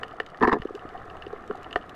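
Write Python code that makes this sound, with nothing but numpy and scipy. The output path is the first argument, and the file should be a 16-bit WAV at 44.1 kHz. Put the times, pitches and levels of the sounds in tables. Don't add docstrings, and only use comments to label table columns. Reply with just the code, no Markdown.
import sys
import numpy as np
from scipy import signal
from scipy.fft import rfft, irfft
from scipy.io import wavfile

SR = 44100
rng = np.random.default_rng(int(sys.argv[2]) if len(sys.argv) > 2 else 0)


def pcm_store(signal):
    levels = np.round(np.clip(np.atleast_2d(signal), -1, 1) * 32767)
    wavfile.write(sys.argv[1], SR, levels.astype(np.int16).T)


N = 85995
TIME = np.arange(N) / SR
T = TIME[:4096]

# start in seconds, chirp in dB, base pitch in Hz, thump in dB, grit in dB.
CRACKS = [(0.4087, -26.5, 1120, -32.5, -37.5), (0.4135, -21, 1078, -17.5, -37),
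          (.4250, -16, 1215, -11.5, -27), (0.4287, -11, 1016, -24, -25.5), (0.4338, -6.5, 974, -16, -26.5),
          (0.4431, -15.5, 1210, -30, -28.5), (0.4507, -12.5, 1160, -21, -31),
          (0.4735, -18, 1293, -26.5, -29), (0.4758, -35, 1230, -9, -22.5), (0.484, -17, 1093, -22, -31),
          (0.494, -17, 1323, -38, -30), (0.5154, -22.5, 1324, -43, -40), (0.5191, -11.5, 1034, -20.5, -32),
          (0.5277, -14, 1360, -11.5, -23.5), (0.5338, -12, 1000, -13.5, -27), (.541, -23, 1070, -19, -37),
          (0.551, -46, 990, -16.5, -60), (0.565, -36, 890, -19, -52)]
# pitch in Hz, level in dB, seconds to fade by 60 dB.
THUMP_TONES = [(243, -4.5, 0.072), (338.5, -3.5, .045), (434, -0.5, 0.05), (739, -7.5, 0.046)]
# time in seconds, level in dB.
SCRAPE_LEVEL = [(.395, -54), (.414, -27), (.435, -26), (.462, -28.5), (.48, -24), (.51, -33.5), (.53, -22),
                (.55, -39), (.572, -39), (.595, -58)]
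# pitch in Hz, level in dB, seconds to fade by 60 dB.
HOUSING_TONES = [(440.4, 1, 0.039), (726, 7, 0.047), (1169, 1.5, 0.0064), (1384, 0, 0.01),
                 (1825, 8.5, 0.014), (2360, -16, .012), (2925, 5, 0.01), (3385, -3.5, 0.0053),
                 (4330, -14.5, 0.016), (4910, -11, 0.0047), (7800, -36.5, 0.0024), (10700, -40, .005)]
# start in seconds, then the ring's level in dB in five bands, low to high.
SNAPS = [(0.0324, -35.5, -46, -22.5, -26.5, -26.5), (0.2006, -25, -29.5, -21, -19, -26),
         (0.3452, -45.5, -62, -39.5, -37.5, -47), (.6195, -35, -50, -35, -33, -33.5),
         (1.5094, -28, -36, -22, -39, -43), (1.7584, -20, -17.5, -14.5, -18, -26),
         (1.7616, -18.5, -31, -19, -30, -32.5)]
SNAP_BANDS = [0, 560, 900, 1600, 2400, 16000]
# start in seconds, level in dB, share of fizz from 0 to 1.
TICKS = [(.0812, -39.5, 0.56), (.1106, -41.5, 0.15), (.2309, -51, 0.1), (0.2634, -32, 0.62),
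         (.301, -45.5, 0.64), (0.3732, -43, 1), (0.587, -46.5, .4), (0.608, -46, .4), (0.6492, -50, 1),
         (0.6723, -45, 0.15), (0.751, -35.5, 0.39), (0.7932, -40, 0.2), (0.8898, -40, 0.31),
         (0.9764, -45, 0), (1.0997, -38, 0.16), (1.1686, -40.5, 0.43), (1.2223, -31, 0.12),
         (1.265, -37.5, 0), (1.329, -48.5, 1), (1.373, -70, 0.6), (1.477, -42, 0.62), (1.555, -43, 0.8),
         (1.5732, -44.5, 1), (1.6234, -47, 0.2), (1.631, -42, 0.8), (1.6441, -37, 0.1),
         (1.7097, -35.5, 0.22), (1.728, -26, 0.19), (1.7745, -40.5, 0.65), (1.8123, -45, 0),
         (1.8243, -45.5, 0), (1.8939, -34.5, 0.55)]
# time of the peak in seconds, level in dB, pitch in Hz, half length in seconds.
KNOCKS = [(.141, -35, 686, 0.0041), (.601, -28, 150, 0.0028), (0.6562, -17.5, 380, 0.002),
          (.691, -36.5, 1160, .003), (.709, -25.5, 406, 0.0021), (0.75, -29, 375, 0.003),
          (0.76, -29.5, 430, 0.0053), (0.854, -28.5, 378, 0.0022), (0.955, -29, 738, 0.0046),
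          (1.270, -27, 400, 0.0027), (1.3361, -24, 436, 0.0036), (1.505, -20, 416, 0.0036),
          (1.511, -31, 218, 0.0044), (1.553, -30.5, 760, 0.0023)]
# start in seconds, level in dB.
PUSHES = [(0.445, -28.5), (.474, -40), (.524, -28.5), (0.598, -36.5), (.618, -35.5), (1.757, -34)]
# time in seconds, level in dB.
WASH_LEVEL = [(0, -44.5), (.15, -47), (.3, -48.5), (.55, -47), (.64, -48), (.72, -46), (1.0, -44),
              (1.45, -45), (1.7, -44), (1.95, -46)]
FLUTTER_BANDS = [0, 180, 560, 900, 1500, 2400]

# frequency in Hz, level in dB.
SCRAPE_COLOUR = [(60, -23), (160, -1), (245, -0.5), (430, 10), (560, -27.5), (760, -2), (1050, -0.5),
                 (1430, -15.5), (1800, 0.5), (2300, -34.5), (4800, -51.5), (6500, -54.5), (14000, -62)]
GRIT_COLOUR = [(200, -30.5), (1200, -13), (1850, 11.5), (2300, 3.5), (3200, -5), (4900, -10), (5400, -18),
               (7600, -28), (8600, -35), (11000, -38), (14000, -54)]
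WALL_COLOUR = [(500, 2.5), (760, 2), (870, -8), (1050, 1), (1250, -1.5), (1450, -10), (1750, 10.5),
               (2200, 1)]
FIZZ_COLOUR = [(300, -30.5), (1500, 6.5), (2400, 2), (4500, -1.5), (7000, -8.5), (9000, -14.5),
               (11500, -17.5), (14000, -27)]
POPS_COLOUR = [(430, -2.5), (720, 1), (1250, 7.5), (1850, -9)]
WASH_COLOUR = [(20, 0.5), (40, -10.5), (80, -5), (150, -9.5), (250, -8.5), (430, -5.5), (570, -10),
               (720, -7.5), (930, -16.5), (1250, -6.5), (1500, -16.5), (1730, -13), (2150, -27.5),
               (2550, -27), (2930, -40.5), (3400, -31.5), (5300, -46), (8000, -48), (14000, -56.5)]

CHIRP_RISE_S, CHIRP_FADE_S, CHIRP_FALL_S = 0.00089, 0.0049, 0.002
THUMP_LAG_S, THUMP_RISE_S = 0.0012, 0.00084
GRIT_FADE_S, SPLASH_FADE_S, FIZZ_FADE_S = 0.0018, 0.0025, 0.0009
SPLASH_DB, TICK_FIZZ_DB = -14.5, 2.5
RING_RISE_CYCLES, RING_HOLD_S, RING_TREBLE_HZ = 0.88, 0.0031, 2320
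ECHO_DB, ECHO_RISE_S, ECHO_FADE_S = -14.5, 0.0013, 0.047
FAR_POPS_DB, FAR_TICKS_DB, FAR_FIZZ_DB = -48, -69, -71
FLUTTER_DB, FLUTTER_HZ = 1.94, 74


def bite():
    grains = unit(colour(clicks(per_s=1900, spread_db=5), SCRAPE_COLOUR))
    pressure_db = np.interp(TIME, *np.transpose(SCRAPE_LEVEL), left=-np.inf, right=-np.inf)
    out = grains * amp(pressure_db)
    chirp_shape = peaked(soft_start(CHIRP_RISE_S) * np.exp(-T / CHIRP_FADE_S))
    glide = np.cumsum(0.8 + 0.68 * np.exp(-T / CHIRP_FALL_S)) / SR
    chirps = np.zeros(N)
    low_ring = thump()
    for start, chirp_db, hz, thump_db, grit_db in CRACKS:
        add(chirps, start, amp(chirp_db) * chirp_shape * np.sin(2 * np.pi * hz * glide))
        add(out, start + THUMP_LAG_S, amp(thump_db) * low_ring)
        add(out, start, amp(grit_db) * burst(GRIT_COLOUR, GRIT_FADE_S))
    return out + colour(chirps, WALL_COLOUR)


def thump():
    tones = sum((-1) ** k * amp(db - 60 * T / fade_s) * np.sin(2 * np.pi * hz * T)
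                for k, (hz, db, fade_s) in enumerate(THUMP_TONES))
    return peaked(tones * soft_start(THUMP_RISE_S))


def shrimp():
    out = np.zeros(N)
    for start, *levels in SNAPS:
        bands = zip(levels, SNAP_BANDS, SNAP_BANDS[1:])
        ring = sum(amp(db) * housing(low, high) for db, low, high in bands)
        splash = amp(levels[-1] + SPLASH_DB) * burst(FIZZ_COLOUR, SPLASH_FADE_S)
        add(out, start, ring + splash)
    for start, db, share in TICKS:
        ring = tick()
        fizz = amp(TICK_FIZZ_DB) * burst(FIZZ_COLOUR, FIZZ_FADE_S)
        add(out, start, amp(db) * ((1 - share) * ring + share * fizz))
    return out


def tick():
    middle = housing(SNAP_BANDS[2], SNAP_BANDS[4], scatter_db=2, detune=0.015)
    treble = housing(SNAP_BANDS[4], SNAP_BANDS[5], scatter_db=2, detune=0.015)
    return treble + amp(-7) * middle


def housing(low_hz, high_hz, scatter_db=0, detune=0):
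    out = np.zeros(len(T))
    for k, (hz, db, fade_s) in enumerate(HOUSING_TONES):
        louder, sharper = rng.standard_normal(2)
        if low_hz < hz <= high_hz:
            swell = soft_start(RING_RISE_CYCLES / min(hz, RING_TREBLE_HZ))
            hold_s = RING_HOLD_S * min(1, RING_TREBLE_HZ / hz) ** 2
            faded_db = 60 * np.maximum(T - hold_s, 0) / fade_s
            tone = np.sin(2 * np.pi * hz * (1 + detune * sharper) * T + k ** 2)
            out += swell * amp(db + scatter_db * louder - faded_db) * tone
    return peaked(out)


def knocks():
    out = np.zeros(N)
    for peak_s, db, hz, half_s in KNOCKS:
        from_peak = TIME - peak_s
        shape = np.exp(2 - 2 * np.hypot(from_peak / half_s, 1))
        out += amp(db) * shape * np.cos(2 * np.pi * hz * from_peak)
    return out


def echoes(sound):
    tail = rng.standard_normal(len(T)) * amp(-60 * T / ECHO_FADE_S)
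    tail *= 1 - np.exp(-T / ECHO_RISE_S)
    tail = colour(tail / np.linalg.norm(tail), [(400, -2), (1800, 2), (4000, 7.5)])
    return amp(ECHO_DB) * signal.fftconvolve(sound, tail)[:N]


def water_pushes(hz=42, fade_s=0.0031):
    swing = peaked(T * np.exp(-T / fade_s) * np.sin(2 * np.pi * hz * T))
    out = np.zeros(N)
    for start, db in PUSHES:
        add(out, start, amp(db) * swing)
    return out


def far_shrimp():
    pops = crackle(lambda: housing(0, SNAP_BANDS[4], scatter_db=2, detune=0.053),
                   per_s=240, spread_db=3.5)
    pops = unit(colour(pops, POPS_COLOUR) * wash_gain())
    ticks = crackle(tick, per_s=330, spread_db=4.5)
    fizz = crackle(lambda: burst(FIZZ_COLOUR, FIZZ_FADE_S), per_s=330, spread_db=4.5)
    return amp(FAR_POPS_DB) * pops + amp(FAR_TICKS_DB) * ticks + amp(FAR_FIZZ_DB) * fizz


def wash():
    hz = np.fft.rfftfreq(N, 1 / SR)
    spectrum = rfft(rng.standard_normal(N)) * amp(read_colour(WASH_COLOUR, hz))
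    blur = irfft(spectrum * (hz >= FLUTTER_BANDS[-1]), N)
    slow_only = np.exp(-(hz / FLUTTER_HZ) ** 2)
    for low, high in zip(FLUTTER_BANDS, FLUTTER_BANDS[1:]):
        flutter = unit(irfft(rfft(rng.standard_normal(N)) * slow_only, N))
        band = irfft(spectrum * (hz >= low) * (hz < high), N)
        blur += band * amp(FLUTTER_DB * flutter)
    return unit(blur) * wash_gain()


def wash_gain():
    return amp(np.interp(TIME, *np.transpose(WASH_LEVEL)))


def crackle(make_snap, per_s, spread_db, kinds=12):
    layers = (signal.oaconvolve(clicks(per_s / kinds, spread_db), make_snap())[:N] for _ in range(kinds))
    return unit(sum(layers))


def clicks(per_s, spread_db):
    hits = rng.random(N) < per_s / SR
    signs = rng.choice([-1, 1], N)
    return hits * signs * amp(spread_db * np.minimum(rng.exponential(1, N), 4))


def burst(points, fade_s, rise_s=0.0003):
    shape = np.exp(-T / fade_s) * (1 - np.exp(-T / rise_s))
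    return peaked(colour(rng.standard_normal(len(T)) * shape, points))


def colour(sound, points):
    hz = abs(np.fft.fftfreq(len(T), 1 / SR))
    log_gain = np.log(amp(read_colour(points, hz)))
    click_response = np.fft.ifft(np.exp(np.conj(signal.hilbert(log_gain)))).real
    return signal.fftconvolve(sound, click_response[:len(T) // 2])[:len(sound)]


def read_colour(points, hz):
    row_hz, row_db = np.transpose(points)
    return np.interp(np.log(hz + 1), np.log(row_hz), row_db)


def soft_start(rise_s):
    return 1 - np.exp(-(T / rise_s) ** 2)


def add(mix, start_s, sound):
    part = mix[max(round(start_s * SR), 0):][:len(sound)]
    part += sound[:len(part)]


def amp(db):
    return 10 ** (np.asarray(db) / 20)


def unit(sound):
    return sound / np.sqrt(np.mean(sound ** 2) + 1e-20)


def peaked(sound):
    return sound / (abs(sound).max() + 1e-20)


def scene():
    near = bite() + shrimp() + knocks()
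    return (near + echoes(near) + water_pushes() + far_shrimp() + wash())[None]


def record(dry, top_hz=14300):
    treble_cut = signal.firwin(511, top_hz, window=("kaiser", 9), fs=SR)
    return signal.oaconvolve(dry, treble_cut[None], "same")


dry = scene()
out = record(dry)
pcm_store(out)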